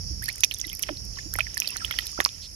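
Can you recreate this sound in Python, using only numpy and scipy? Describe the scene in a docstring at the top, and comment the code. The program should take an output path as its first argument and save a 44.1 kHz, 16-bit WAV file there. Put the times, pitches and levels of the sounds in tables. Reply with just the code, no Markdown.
"""Hands scooping waterlogged sand

Hands scoop to the right of a two-port microphone. Air pockets pop and gurgle as gliding sines, water films
tick as short noise bursts, and small bubbles, crackle and slosh follow each stroke. Near sounds reach the left
port late and scatter briefly. Insects drone all round: sparse clicks ringing in the singers' bands, noise bands
above. Behind lie coloured-noise hiss, a wavering low far rumble and one brief far swish.
"""
import sys
import numpy as np
from scipy import signal
from scipy.fft import rfft, irfft, next_fast_len
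from scipy.io import wavfile
from scipy.ndimage import uniform_filter1d, map_coordinates

SR = 44100
rng = np.random.default_rng(int(sys.argv[2]) if len(sys.argv) > 2 else 0)


def field_ratio(decibels):
    """Amplitude ratio for a level in dB (20 dB per decade); scalars and array-likes work."""
    return 10 ** (np.asarray(decibels, dtype=float) / 20)


def master(y):
    """Save y as 16-bit WAV."""
    cut = np.clip(np.atleast_2d(y).T, -1, 1)
    pcm = np.round(cut * 32767)  # scale
    wavfile.write(sys.argv[1], SR, pcm.astype(np.int16))


N = 112454
LAG_SCATTER_S, GRAIN_SCATTER_DB = 0.00008, 2  # left port against right, from grain to grain


def unit(x):
    """Scaled to rms 1."""
    return x / np.sqrt(np.mean(x ** 2) + 1e-20)


def along(points, hz, ends=None):
    """(Hz, value) points interpolated on a log frequency axis."""
    f, v = np.transpose(points)
    return np.interp(np.log(hz + 1), np.log(f + 1), v, ends, ends)


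def curves(rows):
    """One value per sample for each column after the time."""
    s, *cols = np.transpose(rows)
    return [np.interp(np.arange(N) / SR, s, c) for c in cols]


def wobble(rate_hz):
    """A smooth random curve with rate_hz knots a second."""
    knots = rng.standard_normal(int(N * rate_hz / SR) + 4)
    return map_coordinates(knots, [np.arange(N) * rate_hz / SR])


def filtered(x, response):
    """x through a response given as a function of Hz."""
    m = next_fast_len(N + 8192)
    return irfft(rfft(x, m) * response(np.fft.rfftfreq(m, 1 / SR)), m)[..., :N]


def coloured(x, spectrum):
    """x through a (Hz, dB) spectrum closed at both ends."""
    return filtered(x, lambda hz: field_ratio(along(spectrum, hz, ends=-120)))


def sides(left_db):
    """Left and right gains of constant total power, left_db apart."""
    g = field_ratio(left_db)
    return np.array([g, np.ones_like(g)]) * np.sqrt(2 / (1 + g * g))


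def pair(x, alike, left_db):
    """Two unrelated signals blended to a likeness and a balance, both by frequency."""
    def turn(hz):
        return np.arccos(np.clip(along(alike, hz), -1, 1)) / 2
    a, b = filtered(x, lambda hz: np.array([np.cos(turn(hz)), np.sin(turn(hz))]))
    return unit(filtered(np.array([a + b, a - b]), lambda hz: sides(along(left_db, hz))))


def place(s, grains):
    """Rows of samples summed at their times."""
    at = np.round(np.asarray(s) * SR).astype(int)[:, None] + np.arange(grains.shape[1])
    return np.bincount(at.ravel(), grains.ravel(), N)[:N]


def ports(s, grains):
    """Each grain reaches the left port at its own level and lag; both ports start LAG_SCATTER_S late."""
    lag, level = rng.uniform(-1, 1, (2, len(s)))
    left = place(s + LAG_SCATTER_S * (1 + lag), grains * field_ratio(GRAIN_SCATTER_DB * level)[:, None])
    right = place(s + LAG_SCATTER_S, grains)
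    return np.array([left, right])


POP_BEND = 1.33  # exponent above 1: glides steepen late
POP_RISE_CYCLES, POP_CRACK_DB, POP_CRACK_S = 0.38, -22.5, 0.00063
POP_SHAPE, POP_ROUGH = 1.244, 0.36  # decay exponent and flutter depth of short pops
# long gurgles hold, cleaner, and stop short
POP_HOLD_FROM_S, POP_HOLD_FULL_S, POP_HOLD_SHAPE, POP_HOLD_ROUGH = 0.005, 0.011, 3.2, 0.15


def bubbles(start_hz, end_hz, length_s, size):
    """Gliding, uneven sines that start fast and fade over their length, each with a short dull crack."""
    t = np.arange(size)[None] / SR
    start = np.asarray(start_hz)[:, None]
    end = np.asarray(end_hz)[:, None]
    life = np.clip(length_s, 3e-4, 1)[:, None]
    glide = np.minimum(t / life, 1.2) ** POP_BEND
    cycles = np.cumsum(start + (end - start) * glide, 1) / SR
    held = np.clip((life - POP_HOLD_FROM_S) / (POP_HOLD_FULL_S - POP_HOLD_FROM_S), 0, 1)
    rough = POP_ROUGH + (POP_HOLD_ROUGH - POP_ROUGH) * held
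    shape = POP_SHAPE + (POP_HOLD_SHAPE - POP_SHAPE) * held
    slow_noise = unit(uniform_filter1d(rng.standard_normal(cycles.shape), size=40, axis=1))
    flutter = 1 + rough * np.minimum(t / 0.003, 1) * slow_noise
    rise = 1 - np.exp(-cycles / POP_RISE_CYCLES)
    fade = np.exp(-1.4 * (t / life) ** shape)
    ring = np.sin(2 * np.pi * cycles) * fade * rise
    dull_noise = uniform_filter1d(rng.standard_normal(cycles.shape), size=5, axis=1)
    crack = dull_noise * np.exp(-t / POP_CRACK_S)
    return ring * flutter + field_ratio(POP_CRACK_DB) * crack


# Air pockets bursting. Each row: start in seconds, start pitch in Hz, end pitch in Hz, level in dB,
# length in seconds.
AIR_POCKETS = [(0.108, 318, 300, -44, 0.02), (0.2207, 1563, 2320, -32, 0.02),
               (0.245, 4400, 4470, -31.5, 0.0021), (0.2587, 4560, 4500, -26, 0.0047),
               (0.2832, 1720, 2487, -22.5, 0.018), (0.2883, 4860, 4250, -15.5, 0.0015),
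               (0.301, 4100, 4420, -27, 0.002), (0.381, 2130, 2150, -33.5, 0.0024),
               (0.4353, 2790, 2250, -0.5, 0.00077), (0.4359, 6115, 5840, -11.5, 0.0067),
               (0.4381, 2700, 2326, -13, 0.0022), (0.4394, 3920, 3280, -6.5, 0.0014),
               (0.4398, 4920, 4740, -13.5, 0.0027), (0.446, 5860, 5370, -5.5, 0.0013),
               (0.4466, 2650, 2350, -21.5, 0.0032), (0.512, 3200, 2660, -16, 0.0018),
               (0.5165, 2490, 1900, -26.5, 0.0041), (0.52, 4200, 4270, -23.5, 0.0018),
               (0.539, 3570, 4080, -30.5, 0.0045), (0.545, 6200, 5650, -19.5, 0.0025),
               (0.566, 3400, 3500, -36, 0.0047), (0.5965, 3340, 3460, -29.5, 0.0031),
               (0.6009, 6850, 6300, -23.5, 0.0032), (0.614, 6020, 5260, -11.5, 0.0015),
               (0.641, 2060, 1980, -29.5, 0.011), (0.65, 3770, 3970, -27.5, 0.0035),
               (0.66, 308, 314, -41, 0.016), (0.68, 3440, 3000, -32, 0.002),
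               (0.6935, 6100, 6070, -26, 0.0017), (0.6984, 3360, 2900, -27, 0.003),
               (0.717, 2130, 2080, -41, 0.014), (0.7175, 3660, 3440, -33, 0.0018),
               (0.7304, 2500, 2090, -29, 0.0052), (0.795, 2250, 2220, -28, 0.0016),
               (0.828, 6020, 5380, -16, 0.0039), (0.8347, 3300, 2640, -18, 0.003),
               (0.8358, 2250, 2150, -27, 0.002), (0.8353, 5600, 5800, -12.5, 0.0004),
               (0.8874, 1960, 1900, -18, 0.0011), (0.8911, 1470, 1370, -6.5, 0.00059),
               (0.8918, 3000, 2630, -18.5, 0.00087), (0.8912, 676, 546, -24.5, 0.012),
               (0.904, 310, 325, -31.5, 0.022), (0.9243, 326, 264, -35.5, 0.013),
               (0.971, 4340, 4160, -27.5, 0.002), (1.159, 4240, 4320, -31.5, 0.0016),
               (1.1725, 1110, 1110, -35, 0.0053), (1.187, 1830, 1690, -28.5, 0.006),
               (1.192, 2100, 2130, -36, 0.0063), (1.257, 294, 330, -39.5, 0.021),
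               (1.3366, 1510, 1880, -30.5, 0.0091), (1.3543, 1960, 2090, -16.5, 0.0019),
               (1.3577, 840, 450, -19, 0.00096), (1.386, 780, 745, -27, 0.0029),
               (1.3878, 1400, 1430, -11, 0.0035), (1.393, 1890, 3950, -17, 0.0031),
               (1.394, 636, 667, -35, 0.017), (1.406, 2450, 2480, -8, 0.0024),
               (1.468, 2040, 1640, -24, 0.0031), (1.5435, 6250, 5600, -21.5, 0.0026),
               (1.571, 1940, 1620, -18, 0.0037), (1.578, 5130, 4280, -13.5, 0.0011),
               (1.6015, 5880, 6060, -7.5, 0.0011), (1.62, 2720, 2470, -12.5, 0.0015),
               (1.6444, 2650, 2580, -31.5, 0.012), (1.6574, 3900, 3630, -28, 0.0037),
               (1.671, 570, 656, -39.5, 0.0078), (1.6741, 4830, 4100, -15.5, 0.0037),
               (1.698, 2660, 2700, -31.5, 0.0092), (1.7577, 1730, 1340, -27, 0.0024),
               (1.7617, 1840, 1270, -16.5, 0.0014), (1.7684, 6050, 5960, -16.5, 0.0014),
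               (1.774, 4280, 4200, -25.5, 0.0034), (1.8058, 1710, 1550, -32, 0.0099),
               (1.8173, 1380, 1270, -33.5, 0.012), (1.8367, 1320, 1255, -38.5, 0.012),
               (1.8473, 3010, 3570, -12, 0.0026), (1.888, 1410, 1390, -40.5, 0.0097),
               (1.9094, 1410, 1430, -20.5, 0.0042), (1.9102, 3700, 3015, -16.5, 0.0012),
               (1.911, 2200, 2010, -19, 0.0057), (1.9252, 3160, 3380, -23, 0.0037),
               (1.94, 1690, 1870, -22, 0.0015), (1.9877, 4770, 4250, -16, 0.0018),
               (1.9878, 1930, 1936, -15, 0.0047), (1.988, 3390, 2880, -12.5, 0.0019),
               (2.0076, 4100, 3760, -23, 0.00056), (2.068, 3780, 3900, -18, 0.00077),
               (2.1769, 1270, 1620, -28, 0.011), (2.1889, 314, 310, -15.5, 0.0026),
               (2.1897, 720, 620, -21, 0.0036), (2.2026, 640, 504, -18, 0.0015),
               (2.2027, 3230, 4340, -19, 0.0027), (2.2032, 1700, 1870, 0.5, 0.001),
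               (2.2047, 1114, 1200, -13, 0.0029), (2.2093, 5630, 6740, -17, 0.0018),
               (2.208, 390, 384, -29, 0.0052), (2.2205, 1500, 1447, -27, 0.0024),
               (2.2493, 1200, 1200, -23, 0.00092), (2.2501, 4900, 5440, 0, 0.001),
               (2.26, 2670, 1700, -17, 0.0016), (2.266, 4260, 4600, -33, 0.0056),
               (2.26, 5700, 5850, -15.5, 0.0014), (2.2604, 1205, 1110, -12.5, 0.0027),
               (2.2907, 3600, 3950, -15.5, 0.00038)]


def pockets():
    """Bursting air pockets that stand out, each a single gliding bubble."""
    s, start_hz, end_hz, db, length_s = np.transpose(AIR_POCKETS)
    grains = bubbles(start_hz, end_hz, length_s, size=3072) * field_ratio(db)[:, None]
    return ports(s - LAG_SCATTER_S, grains)


TICK_RISE_S, TICK_DECAY_S = 0.00047, 0.0009
TICK_WIDTH_HZ, TICK_BROAD_DB = 540, -7  # resonant band; broad part under it
# Colour of the broad part of a tick. 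Each row: frequency in Hz, gain in dB.
TICK_BROAD_COLOUR = [(1500, -75), (3000, -13), (6000, -0.5), (7600, -7.5), (9300, -4.5), (11500, 3.5),
                     (14000, -9), (16500, -41)]


def snaps(centre_hz):
    """Noise bursts, partly gathered round a centre by a resonance, peak 1."""
    size = 512
    t, f = np.arange(size) / SR, np.fft.rfftfreq(size, 1 / SR)
    envelope = np.exp(-t / TICK_DECAY_S) * (1 - np.exp(-t / TICK_RISE_S))
    burst = rng.standard_normal((len(centre_hz), size)) * envelope
    damping = 1j * f * TICK_WIDTH_HZ
    band = damping / (np.asarray(centre_hz)[:, None] ** 2 - f * f + damping)
    broad = field_ratio(TICK_BROAD_DB + along(TICK_BROAD_COLOUR, f))
    out = irfft(rfft(burst) * (band + broad), size)
    return out / np.abs(out).max(1, keepdims=True)


# Water films snapping. Each row: start in seconds, centre in Hz, level in dB.
FILM_TICKS = [(0.224, 9400, -24), (0.232, 11671, -27), (0.2399, 9600, -18.5), (0.257, 11100, -22.5),
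              (0.2818, 10800, -23), (0.2887, 9700, -19.5), (0.327, 10465, -28.5), (0.3573, 8600, -26),
              (0.3813, 9300, -28), (0.4061, 10900, -15.5), (0.435, 11500, -21), (0.438, 11300, -17),
              (0.445, 11400, -14), (0.511, 12400, -27), (0.521, 8950, -33), (0.5398, 9100, -19),
              (0.556, 9000, -34), (0.5861, 11369, -23), (0.5994, 11900, -25), (0.6686, 11200, -24),
              (0.6974, 11100, -28), (0.73, 11600, -22), (0.7504, 11500, -20.5), (0.7703, 11400, -30),
              (0.7932, 12700, -20.5), (0.8231, 9900, -12.5), (0.828, 10500, -14), (0.8357, 11600, -28),
              (1.0508, 10200, -30), (1.3383, 10840, -13), (1.3435, 10400, -33), (1.362, 11300, -20.5),
              (1.387, 9300, -16), (1.406, 10500, -29), (1.548, 11500, -26), (1.572, 10700, -23.5),
              (1.576, 11800, -18), (1.6007, 11900, -11), (1.631, 13800, -31), (1.6764, 9700, -20.5),
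              (1.688, 12800, -23), (1.7051, 9900, -22), (1.7675, 10400, -18), (1.843, 10000, -29),
              (1.8517, 10300, -22), (1.9112, 11300, -23), (1.9867, 10700, -21), (1.995, 11412, -26),
              (2.01, 11671, -29.5), (2.0565, 12300, -28), (2.068, 10700, -21), (2.102, 11500, -31),
              (2.1159, 9300, -28), (2.202, 9900, -16.5), (2.2085, 10900, -26), (2.242, 9400, -19.5),
              (2.249, 11900, -23.5), (2.2597, 12187, -27),]


def films():
    """Water films snapping, one bright noise burst each."""
    s, centre_hz, db = np.transpose(FILM_TICKS)
    return ports(s - LAG_SCATTER_S, snaps(centre_hz) * field_ratio(db)[:, None])


def fizz():
    """Fine random bubbles of log-normal pitch, a few of them much louder; rms 1."""
    per_s, middle_hz, spread, length_cycles, scatter_db = 500, 2700, 0.33, 8, 4.5
    count = int(per_s * N / SR)
    s = rng.random(count) * N / SR
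    hz = np.clip(middle_hz * np.exp(spread * rng.standard_normal(count)), 1200, 7000)
    end_hz = hz * (1 + 0.13 * rng.standard_normal(count))
    level = field_ratio(-scatter_db * np.log(0.045 + rng.random((count, 1))))
    return unit(ports(s, bubbles(hz, end_hz, length_cycles / hz, size=1024) * level))


def crackle():
    """Random film snaps of scattered level; rms 1."""
    per_s, scatter_db = 130, 3.5
    count = int(per_s * N / SR)
    s = rng.random(count) * N / SR
    level = field_ratio(-scatter_db * np.log(rng.random((count, 1))))
    return unit(ports(s, snaps(rng.uniform(9000, 12500, count)) * level))


# Slosh spectrum. Each row: frequency in Hz, density in dB per Hz (relative).
SLOSH_COLOUR = [(300, -8), (1100, -9), (2400, -4.5), (4000, -3.5), (8000, -11.5), (16000, -23)]


def slosh():
    """Sparse grit impulses, simultaneous at both ports, coloured and unsteady in level."""
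    grit_per_s = 2500
    grit = rng.standard_normal((2, N)) * (rng.random(N) < grit_per_s / SR)
    return unit(coloured(grit, SLOSH_COLOUR)) * field_ratio(3.3 * wobble(29.55))


FIZZ_DB, CRACKLE_DB, SLOSH_DB = -0.5, -16, -2  # against the stirring level
# Stirring of the wet sand. Each row: time in seconds, level in dB.
STIR_LEVEL = [(0, -63.5), (.2, -66), (.28, -48.5), (.44, -60.5), (.48, -69), (.54, -59.5), (.7, -56),
              (.77, -63), (.86, -48), (.99, -64.5), (1.1, -65), (1.19, -48), (1.29, -69), (1.4, -45.5),
              (1.52, -54), (1.7, -45), (1.82, -49), (2.01, -45), (2.12, -56.5), (2.23, -47.5), (2.34, -60),
              (2.45, -60), (2.55, -71)]


def stirring():
    """Fizz, crackle and slosh rise and fall together with the strokes."""
    stir_db, = curves(STIR_LEVEL)
    mix = field_ratio(FIZZ_DB) * fizz() + field_ratio(CRACKLE_DB) * crackle() + field_ratio(SLOSH_DB) * slosh()
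    return field_ratio(stir_db) * mix


# Left port against right for near sounds. Each row: frequency in Hz, difference in dB.
NEAR_LEFT_DB = [(300, -9), (600, -18), (1400, -7.5), (2600, -17.5), (4200, -5), (6000, -23), (9000, 1.5),
                (10500, -10), (11800, -26), (16000, -39)]


def scooping():
    """Near sounds reach the left port late and scatter briefly off hands and ground."""
    left_lag_s, echo_db, echo_t60_s = 0.000274, -9, 0.037
    near = filtered(pockets() + films() + stirring(), lambda f: sides(along(NEAR_LEFT_DB, f)))
    lags_s = np.array([[left_lag_s], [0]])
    near = filtered(near, lambda f: np.exp(-2j * np.pi * f * lags_s))
    t = np.arange(SR // 10) / SR
    tail = rng.standard_normal((2, len(t))) * field_ratio(-60 * t / echo_t60_s)
    tail = tail / np.linalg.norm(tail, axis=1, keepdims=True)
    echo = signal.fftconvolve(near, tail, axes=1)[:, :N]
    return near + field_ratio(echo_db) * echo


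# Insect levels. Each row: time in seconds, main band in dB, upper singers in dB.
CHORUS_LEVEL = [(0, -40.5, -61), (.45, -42.5, -54), (.9, -42.5, -68), (1.25, -40, -49), (1.6, -39, -72),
                (2.1, -38.5, -49.5), (2.4, -42, -56), (2.55, -43, -69)]
# Main band spectrum. Each row: frequency in Hz, density in dB per Hz (relative).
DRONE_COLOUR = [(4100, -45), (4500, -6.5), (4900, -3), (5400, 5), (5900, -2), (6250, -16), (6600, -7)]
# Upper singers' spectrum. Each row: frequency in Hz, density in dB per Hz (relative).
UPPER_COLOUR = [(6200, -25), (6500, -1.5), (6800, -10), (7200, -9)]
# Left port against right in the main band. Each row: frequency in Hz, difference in dB.
DRONE_LEFT = [(4600, -5.5), (5300, -2), (5900, -18), (6300, 1)]


def insects():
    """Many wing clicks, different at each port, ring in the main band; noise makes the upper singers."""
    clicks_per_s, upper_left_db = 4000, -8.5
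    main_db, upper_db = curves(CHORUS_LEVEL)
    clicks = rng.standard_normal((2, N)) * (rng.random((2, N)) < clicks_per_s / SR)
    drone_db = main_db + 1.37 * wobble(30.15) + 1.52 * wobble(5.95)
    drone = unit(coloured(clicks, DRONE_COLOUR)) * field_ratio(drone_db)
    drone = filtered(drone, lambda f: sides(along(DRONE_LEFT, f)))
    upper = unit(coloured(rng.standard_normal((2, N)), UPPER_COLOUR))
    upper = upper * field_ratio(upper_db + 1.5 * wobble(12)) * sides(upper_left_db)[:, None]
    return drone + upper + thin_note()


def thin_note():
    """One thin insect note: a narrow noise band faded in and out."""
    start_s, end_s, fade_s = 1.75, 1.86, 0.014
    centre_hz, width_hz, db = 8600, 200, -53
    t = np.arange(N) / SR
    noise = rng.standard_normal((2, N))
    note = unit(filtered(noise, lambda f: np.exp(-((f - centre_hz) / width_hz) ** 2)))
    return note * field_ratio(db) * np.clip(np.minimum(t - start_s, end_s - t) / fade_s, 0, 1)


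# Hiss spectrum. Each row: frequency in Hz, density in dB per Hz (relative).
AIR_COLOUR = [(150, -4), (420, -11.5), (1080, -24), (2400, -21.5), (3600, -29), (5500, -3), (7800, -25),
              (9400, -20), (11200, -11.5), (13000, -33), (15000, -33), (16500, -65)]
# Left port against right in the hiss. Each row: frequency in Hz, difference in dB.
AIR_LEFT_DB = [(100, -10.5), (700, -7), (1300, -2), (3000, -4), (6200, -9), (8500, 9), (10500, -2.5),
               (11500, -13), (12100, -24), (15000, -12)]
# Likeness of the ports in the hiss. Each row: frequency in Hz, correlation from 0 to 1.
AIR_LIKENESS = [(150, 0.6), (550, 0.6), (1600, 0.036)]
# Swell of the lower hiss. Each row: time in seconds, gain in dB.
AIR_LOW_GAIN = [(0, 1.5), (.5, -2), (.95, 2), (1.6, 1), (1.95, 1.5), (2.2, -4.5), (2.55, -2.5)]


def hiss():
    """Outdoor hiss: coloured noise whose lower part swells and sinks."""
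    level_db, low_hz = -47.5, 1510
    air = pair(coloured(rng.standard_normal((2, N)), AIR_COLOUR), AIR_LIKENESS, AIR_LEFT_DB)
    air = air * field_ratio(level_db)
    low = filtered(air, lambda f: 1 / (1 + (f / low_hz) ** 4))
    gain_db, = curves(AIR_LOW_GAIN)
    return air + (field_ratio(gain_db) - 1) * low


FAR_LEFT_DB = -8.5  # left port against right, rumble and swish
# Rumble spectrum. Each row: frequency in Hz, density in dB per Hz (relative).
RUMBLE_COLOUR = [(30, -32), (38, -6), (48, 1), (62, -1), (95, -5.5), (156, -16), (230, -22)]
# Rumble level. Each row: time in seconds, level in dB.
RUMBLE_DB = [(0, -40), (.3, -44), (.55, -45), (1.1, -44.5), (1.4, -41.5), (2.0, -44.5), (2.3, -44.5),
             (2.55, -46.5)]


def rumble():
    """Low far rumble: coloured noise, much alike at both ports, wavering in level."""
    noise = coloured(rng.standard_normal((2, N)), RUMBLE_COLOUR)
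    low = pair(noise, alike=[(60, 0.88)], left_db=[(60, FAR_LEFT_DB)])
    level_db, = curves(RUMBLE_DB)
    return low * field_ratio(level_db + 3.64 * wobble(4.84))


# Brief far swish. In order: level in dB, then a spectrum. Each spectrum row: frequency in Hz,
# density in dB per Hz (relative).
FAR_SWISH = (-43, [(2200, -18), (2900, -5.5), (4400, 7), (7500, -10), (12000, -27)])


def swish():
    """One far swish: coloured noise under a half-sine swell."""
    start_s, end_s = 2.41, 2.48
    db, colour = FAR_SWISH
    progress = np.clip((np.arange(N) / SR - start_s) / (end_s - start_s), 0, 1)
    noise = unit(coloured(rng.standard_normal(N), colour))
    return noise * np.sin(np.pi * progress) * field_ratio(db) * sides(FAR_LEFT_DB)[:, None]


def scene():
    """Scooping close by, insects all round, outdoor background."""
    return scooping() + insects() + hiss() + rumble() + swish()


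def roll_off(x):
    """The treble ends steeply here."""
    return signal.sosfilt(signal.butter(12, 16830, fs=SR, output="sos"), x)


def record(dry):
    """Band limit, then a hard ceiling at full scale."""
    top_hz = 16700
    limited = filtered(dry, lambda hz: hz < top_hz)
    mix = np.clip(limited, -1, 1)
    return roll_off(mix)


dry = scene()
out = record(dry)
master(out)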